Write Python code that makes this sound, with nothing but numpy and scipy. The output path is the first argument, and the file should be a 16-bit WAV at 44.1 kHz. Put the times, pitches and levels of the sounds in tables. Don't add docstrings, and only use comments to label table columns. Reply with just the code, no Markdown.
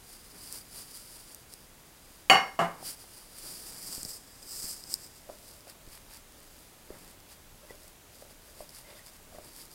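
import sys
import numpy as np
from scipy import signal
from scipy.fft import rfft, irfft, next_fast_len
from scipy.io import wavfile
from scipy.ndimage import map_coordinates

SR = 44100
rng = np.random.default_rng(int(sys.argv[2]) if len(sys.argv) > 2 else 0)


def materialize(psi):
    bounded = np.clip(np.atleast_2d(psi).T, -1, 1)
    quanta = np.round(bounded * 32767).astype(np.int16)
    wavfile.write(sys.argv[1], SR, quanta)


N = 429534
TOP_HZ = 15900
HAND_IN_S = 5.2
# (frequency [Hz], density [dB])
BOWL_CAVITY = [(200, -11), (330, -7.5), (470, -9), (600, 4), (760, -13.5), (1200, -17), (3000, -40)]


def amp(db):
    return 10 ** (np.asarray(db) / 20)


def unit_rms(x):
    return x / np.sqrt(np.mean(x ** 2) + 1e-20)


def log_interp(points, hz):
    point_hz, values = np.transpose(points)
    return np.interp(np.log(hz + 1), np.log(point_hz + 1), values)


def wobble(rate_hz):
    knots = rng.standard_normal(int(N * rate_hz / SR) + 4)
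    return map_coordinates(knots, [np.arange(N) * rate_hz / SR])


def filtered(x, response):
    size = next_fast_len(len(x) + SR // 4)
    return irfft(rfft(x, size) * response(np.fft.rfftfreq(size, 1 / SR)), size)[:len(x)]


def coloured(x, spectrum):
    closed = [(spectrum[0][0] / 2, -80), *spectrum, (spectrum[-1][0] * 2, -80)]
    return unit_rms(filtered(x, lambda hz: amp(log_interp(closed, hz))))


def noise(spectrum, size=N):
    return coloured(rng.standard_normal(size), spectrum)


def add(track, start_s, sound):
    part = track[round(start_s * SR):][:len(sound)]
    part += sound[:len(part)]


def friction(rate_hz, scatter_db, share):
    catches = (rng.random(N) < rate_hz / SR) * rng.standard_normal(N)
    catches *= amp(scatter_db * np.clip(rng.standard_normal(N), -2, 2))
    return np.sqrt(share) * unit_rms(catches) + np.sqrt(1 - share) * rng.standard_normal(N)


def swells(moves, shape, lean, stray_db=-18, stray_spread=3.3):
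    t, power = np.arange(0, N, 32) / SR, 0
    for mid_s, length_s, db in moves:
        away = np.abs(2 * (t - mid_s) / length_s) * np.exp(lean * np.sign(t - mid_s))
        light_contact = amp(stray_db) ** 2 * np.exp(-(away / stray_spread) ** 2)
        power += amp(db) ** 2 * (np.exp(-away ** shape) + light_contact)
    return np.interp(np.arange(N) / SR, t, np.sqrt(power))


def ring(modes, t, scatter_db, waver=0):
    knots_s, out = np.arange(0, 1, 1 / 60), 0
    drift = lambda: waver * np.interp(t, knots_s, rng.standard_normal(len(knots_s)))
    for hz, db, t60_s in modes:
        envelope = amp(db + rng.normal(0, scatter_db) + 5.9 * drift() - 60 * t / t60_s)
        out += envelope * np.sin(2 * np.pi * (hz * t + rng.random()) + drift())
    return out


def kitchen_decay(x):
    # (frequency [Hz], t60 [s])
    reverb = [(170, 0.36), (1000, 0.4), (3000, 0.33), (10000, 0.27)]
    hz, t, spectra = signal.stft(x, SR, nperseg=256)
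    decay = amp(-60 * t / log_interp(reverb, hz)[:, None])
    return signal.istft(spectra * decay, SR, nperseg=256)[1][:len(x)]


def room(air_db=-55.5, whine_hz=10815, whine_db=-74):
    # (frequency [Hz], density [dB])
    air = [(20, 6.5), (40, -1.5), (80, -4.5), (160, -7.5), (320, -9.5), (640, -12.5), (1250, -15.5),
           (2500, -18), (4000, -19), (4900, -22.5), (6500, -19), (9000, -21), (12500, -21.5), (15800, -23)]
    whine = np.sin(2 * np.pi * np.cumsum(whine_hz + 8 * wobble(40)) / SR)
    return amp(air_db) * noise(air) + amp(whine_db) * whine


def sleeve(rest_db=-63.5, body_front_db=-14, body_beside_db=-19, turn_mid_s=3.83, turn_length_s=0.68):
    # (centre [s], length [s], level [dB])
    brushes = [(0.13, .08, -51.5), (0.25, 0.27, -59), (0.445, 0.12, -48.5), (0.545, 0.095, -44.5),
               (0.785, 0.077, -43.5), (0.965, .11, -47.5), (1.14, 0.15, -51.5), (1.315, 0.073, -52),
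               (1.525, .04, -54), (2.89, .06, -37.5), (3.02, 0.056, -53), (3.17, 0.13, -53.5),
               (3.52, 0.2, -44), (3.68, 0.064, -45), (3.92, 0.25, -41), (4.125, 0.07, -42.5),
               (4.52, 0.052, -47), (4.65, 0.19, -38.5), (4.925, 0.045, -39), (5.04, 0.066, -49.5),
               (5.17, .14, -59.5)]
    # (frequency [Hz], density [dB])
    hiss_front = [(3000, -15), (3900, -11.5), (4400, -4.5), (4800, 3.5), (5250, -2.5), (6300, -9.5),
                  (7400, -5.5), (8400, -3.5), (9400, 0), (11500, -5.5), (15500, -9.5)]
    hiss_beside = [(3000, -25), (3900, -15.5), (4400, -7.5), (4900, 4.5), (5250, 0), (6300, -9.5),
                   (7400, -2), (8400, 1), (9400, -5.5), (11500, -6.5), (15500, -10.5)]
    cloth_body = [(100, 4), (300, 1.5), (700, 1.5), (1500, 0.5), (2800, -2.5), (4500, -31)]
    t = np.arange(N) / SR
    resting = amp(rest_db + 2 * wobble(10)) * (t < HAND_IN_S)
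    envelope = np.hypot(resting, swells(brushes, shape=1.78, lean=0.08))
    slips = friction(rate_hz=2200, scatter_db=3, share=0.3) * amp(1.37 * wobble(70))
    back = np.clip((t - turn_mid_s) / turn_length_s + 0.5, 0, 1)
    hiss = (1 - back) * coloured(slips, hiss_front) + back * coloured(slips, hiss_beside)
    body = amp((1 - back) * body_front_db + back * body_beside_db) * coloured(slips, cloth_body)
    return envelope * (hiss + body)


def ticks(low_hz=5100, high_hz=8500, low_db=9, high_db=-6, snap_db=-11, t60_s=0.0056, delay_s=0.0012):
    # (time [s], level [dB], low resonance offset [dB])
    snaps = [(0.5245, -21, -24), (0.9716, -30, -19), (1.3457, -24, -25), (1.5365, -25.5, -21),
             (4.0301, -18.5, -26), (4.049, -24.5, -7.5), (4.8373, -30, -9), (4.9394, -9.5, -12),
             (5.0644, -34, -20), (5.6056, -40, -9), (5.6968, -35, -8), (7.2015, -40, -13),
             (7.3248, -40, -17), (7.878, -35, -27), (8.6915, -32, -15), (8.7044, -39, -14),
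             (9.4464, -38, -14), (9.6114, -41, -21)]
    out, t = np.zeros(N), np.arange(SR // 40) / SR
    for time_s, db, offset_db in snaps:
        port = amp(low_db + offset_db) * np.sin(2 * np.pi * low_hz * t)
        port += amp(high_db) * np.sin(2 * np.pi * high_hz * t)
        snap = amp(snap_db) * noise([(4000, -9), (5000, 3), (8500, -3), (15000, 3)], size=len(t))
        add(out, time_s + delay_s, amp(db - 60 * t / t60_s) * (port + snap))
    return signal.lfilter(*signal.butter(N=7, Wn=4300, btype="high", fs=SR), out)


def drag(gain_db=-1):
    # (centre [s], length [s], level [dB])
    shifts = [(0.52, 0.27, -60), (0.79, .1, -59), (2.84, 0.078, -55), (3.49, .12, -60), (3.87, 0.37, -56),
              (4.62, 0.22, -59), (4.92, 0.096, -54.5), (5.06, 0.13, -62.5), (6.95, 0.14, -57.5),
              (7.09, .08, -60), (9.48, 0.32, -62)]
    unevenness = amp(gain_db + 3 * wobble(26))
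    scuffing = noise([(70, -5), (190, -1), (330, -1.5), (520, -7), (1200, -11), (2400, -14)])
    return swells(shifts, shape=1.8, lean=0.05) * unevenness * scuffing


def squeaks(overtone_ratio=1.76, overtone_db=-8, width=0.17):
    # (centre [s], level [dB], pitch [Hz], length [s])
    slips = [(7.709, -54.5, 1960, 0.016), (8.902, -61, 2060, 0.07), (8.968, -64, 3580, .04),
             (8.997, -58.5, 1950, 0.041), (9.362, -65, 1930, .015)]
    out, t = np.zeros(N), np.arange(SR // 4) / SR
    band = lambda hz: noise([(hz / (1 + width), -26), (hz, 0), (hz * (1 + width), -26)], size=len(t))
    for mid_s, db, hz, length_s in slips:
        tone = band(hz) + amp(overtone_db) * band(hz * overtone_ratio)
        envelope = np.exp(-2 * ((t - t.mean()) / length_s) ** 2)
        add(out, mid_s - t.mean(), amp(db) * tone * envelope)
    return out


def plops(t60_s=0.021, attack_s=0.00034, gain_db=2, cavity_db=-21, cavity_t60_s=0.18, push_s=0.013):
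    # (time [s], level [dB], pitch [Hz], relative push [dB])
    pockets = [(2.827, -37, 760, -16), (3.04, -47, 765, -20), (3.979, -38.5, 258, -4),
               (4.031, -41, 220, -8), (4.051, -34, 160, -9), (4.642, -45.5, 200, 1),
               (5.2915, -37, 586, -17), (5.298, -31.5, 616, -18), (5.671, -46, 640, -14),
               (5.876, -46.5, 302, 2.5), (6.904, -30.5, 370, -10), (7.08, -47, 340, -14),
               (7.636, -47, 560, -15), (7.7065, -35.5, 494, -15), (8.223, -40.5, 566, -16),
               (8.309, -47, 617, -17), (8.6057, -33, 607, -12), (9.325, -46, 715, -23),
               (9.348, -39.5, 590, -19), (9.357, -45, 650, -12), (9.3845, -34, 634, -13)]
    out, t = np.zeros(N), np.arange(SR // 3) / SR
    for time_s, db, hz, push_db in pockets:
        pocket = ring([(hz, 0, t60_s), (hz * 1.83, -13, t60_s * 0.72)], t, scatter_db=0.6)
        push = amp(push_db) * (1 - t / push_s) * np.exp(-t / push_s)
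        cavity = amp(cavity_db - 60 * t / cavity_t60_s) * noise(BOWL_CAVITY, size=len(t))
        add(out, time_s, amp(db + gain_db) * (pocket + push + cavity) * (1 - np.exp(-t / attack_s)))
    return out


def kneading(skin_db=-1.7, smear_db=-2.5, cavity_db=-3, rest_db=-64, shape=1.77, lean=0.1):
    # (centre [s], length [s], rub level [dB], smear level [dB])
    strokes = [(5.323, .05, -55, -68), (5.5, 0.17, -54.5, -66), (5.7, 0.033, -50, -53.5),
               (5.945, 0.057, -50, -58), (6.146, 0.064, -50.5, -56), (6.58, .2, -59, -69.5),
               (6.978, 0.14, -56, -66), (7.103, .05, -55, -63), (7.322, .04, -51.5, -56),
               (7.71, .05, -59, -59), (7.842, .09, -57.5, -70), (8.155, 0.028, -56, -68),
               (8.215, 0.036, -54.5, -65), (8.31, .02, -53, -60), (8.49, .06, -58.5, -70),
               (8.612, 0.063, -51, -59), (8.779, 0.059, -48.5, -55), (8.905, .06, -56.5, -56.5),
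               (8.978, .05, -54, -59), (9.073, 0.041, -51.5, -60), (9.155, .04, -55, -63),
               (9.356, .035, -56, -66), (9.472, .08, -53.5, -63), (9.6, 0.076, -47, -60),
               (9.735, .04, -52, -69)]
    # (centre [s], length [s], level [dB])
    presses = [(5.31, 0.054, -51), (5.68, .04, -57), (6.92, .04, -54), (7.645, .04, -58), (7.74, .07, -57),
               (8.23, .05, -59), (8.62, .05, -55), (8.91, 0.095, -55), (9.375, 0.065, -51)]
    # (frequency [Hz], density [dB])
    skin_band = [(3000, -13), (4200, -5), (4800, 3.5), (6200, -7), (8500, -0.5), (11500, -2), (15500, -8)]
    smear_band = [(800, 2.5), (1400, -3.5), (2050, -0.5), (2700, -2), (3500, -7), (5000, -5)]
    resting = amp(rest_db + 3.3 * wobble(8)) * (np.arange(N) / SR > HAND_IN_S)
    rub = np.hypot(resting, swells([(s, length_s, db) for s, length_s, db, _ in strokes], shape, lean))
    smear = swells([(s, length_s, db) for s, length_s, _, db in strokes], shape, lean)
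    press = np.hypot(resting / 2, swells(presses, shape=1.6, lean=-0.18))
    skin = coloured(friction(rate_hz=320, scatter_db=4.5, share=0.31), skin_band)
    crackle = coloured(friction(rate_hz=300, scatter_db=5.5, share=0.41), smear_band)
    cavity = coloured(friction(rate_hz=120, scatter_db=4, share=0.22), BOWL_CAVITY)
    return amp(skin_db) * rub * skin + amp(smear_db) * smear * crackle + amp(cavity_db) * press * cavity


def clanks(crack_t60_s=0.031, attack_s=0.00018, grit_db=-18, grit_t60_s=0.28):
    # (time [s], glass [dB], seated bowl [dB], clatter [dB], crack [dB], cutoff [Hz])
    contacts = [(2.2982, -15.5, -30.5, -19.5, -8, 15100), (2.3279, -34, -38.5, -29.5, -19, 9000),
                (2.3552, -29, -43.5, -29, -20, 8000), (2.5907, -30, -24, -28.5, -32, 2110),
                (2.6135, -46, -30.5, -29.5, -36, 1600)]
    # (frequency [Hz], level [dB], t60 [s])
    glass_modes = [(708, -5, 0.26), (741, 0, 0.2), (776, -1, 0.31), (1017, -13, 0.42), (1112, -10, 0.38),
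                   (1151, -6, 0.3), (1654, -8, 0.38), (1799, -10, 0.3), (1862, -12, 0.3), (2109, -13, 0.3),
                   (2137, -7, 0.38), (2173, -8, 0.33), (2744, -5, 0.2), (2847, -7, 0.28), (2884, -4, 0.24),
                   (2918, -3.5, 0.29), (2975, -3.5, 0.28), (4521, -8, 0.29), (4535, -10, 0.23),
                   (5527, -21, 0.43), (5998, -26, 0.35), (6697, -22, 0.25), (6944, -19, 0.22),
                   (7579, -18.5, 0.34), (9502, -17, 0.29), (10672, -31, 0.3), (12440, -26, 0.27),
                   (12723, -35, 0.23), (14627, -37, 0.23), (15640, -26, 0.24)]
    seated_bowl_modes = [(170, -6, 0.3), (234, -11, 0.2), (349, -15, 0.26), (408, -17, 0.3), (614, -9, 0.2),
                         (680, 0, 0.24), (820, -9, 0.3), (1029, -10, 0.3), (1146, -6, 0.28),
                         (1201, -7, 0.3), (1294, -9, 0.22), (1652, -8, 0.3)]
    # (frequency [Hz], density [dB])
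    clatter = [(60, -19), (110, -18), (165, -4.5), (300, -5.5), (500, -3.5), (740, 0.5), (1100, 2),
               (1400, -0.5), (2200, -3.5), (2950, -9.5), (3500, -17), (7000, -20.5), (15000, -34)]
    crack = [(130, -15.5), (400, -5.5), (750, 2.5), (1300, -15), (2200, 3), (2950, 10), (3700, -27),
             (8000, -26), (15000, -29)]
    grit = [(3000, 2.5), (4800, -0.5), (7500, 0.5), (10000, -5.5), (15000, -11.5)]
    out, t = np.zeros(N), np.arange(SR * 3 // 4) / SR
    for time_s, glass_db, seated_db, clatter_db, crack_db, cutoff_hz in contacts:
        blow = amp(glass_db) * ring(glass_modes, t, scatter_db=0.5, waver=0.37)
        blow += amp(seated_db) * ring(seated_bowl_modes, t, scatter_db=0, waver=0.33)
        blow += amp(clatter_db) * kitchen_decay(noise(clatter, size=len(t)))
        blow += amp(crack_db - 60 * t / crack_t60_s) * noise(crack, size=len(t))
        blow = signal.lfilter(*signal.butter(2, cutoff_hz, fs=SR), blow)
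        blow += amp(seated_db + grit_db - 60 * t / grit_t60_s) * noise(grit, size=len(t))
        add(out, time_s, blow * (1 - np.exp(-t / attack_s)))
    return out


def scene():
    return (clanks() + sleeve() + drag() + kneading() + squeaks() + ticks() + plops() + room())[None]


def record(dry):
    return filtered(dry[0], lambda hz: hz < TOP_HZ)[None]


dry = scene()
out = record(dry)
materialize(out)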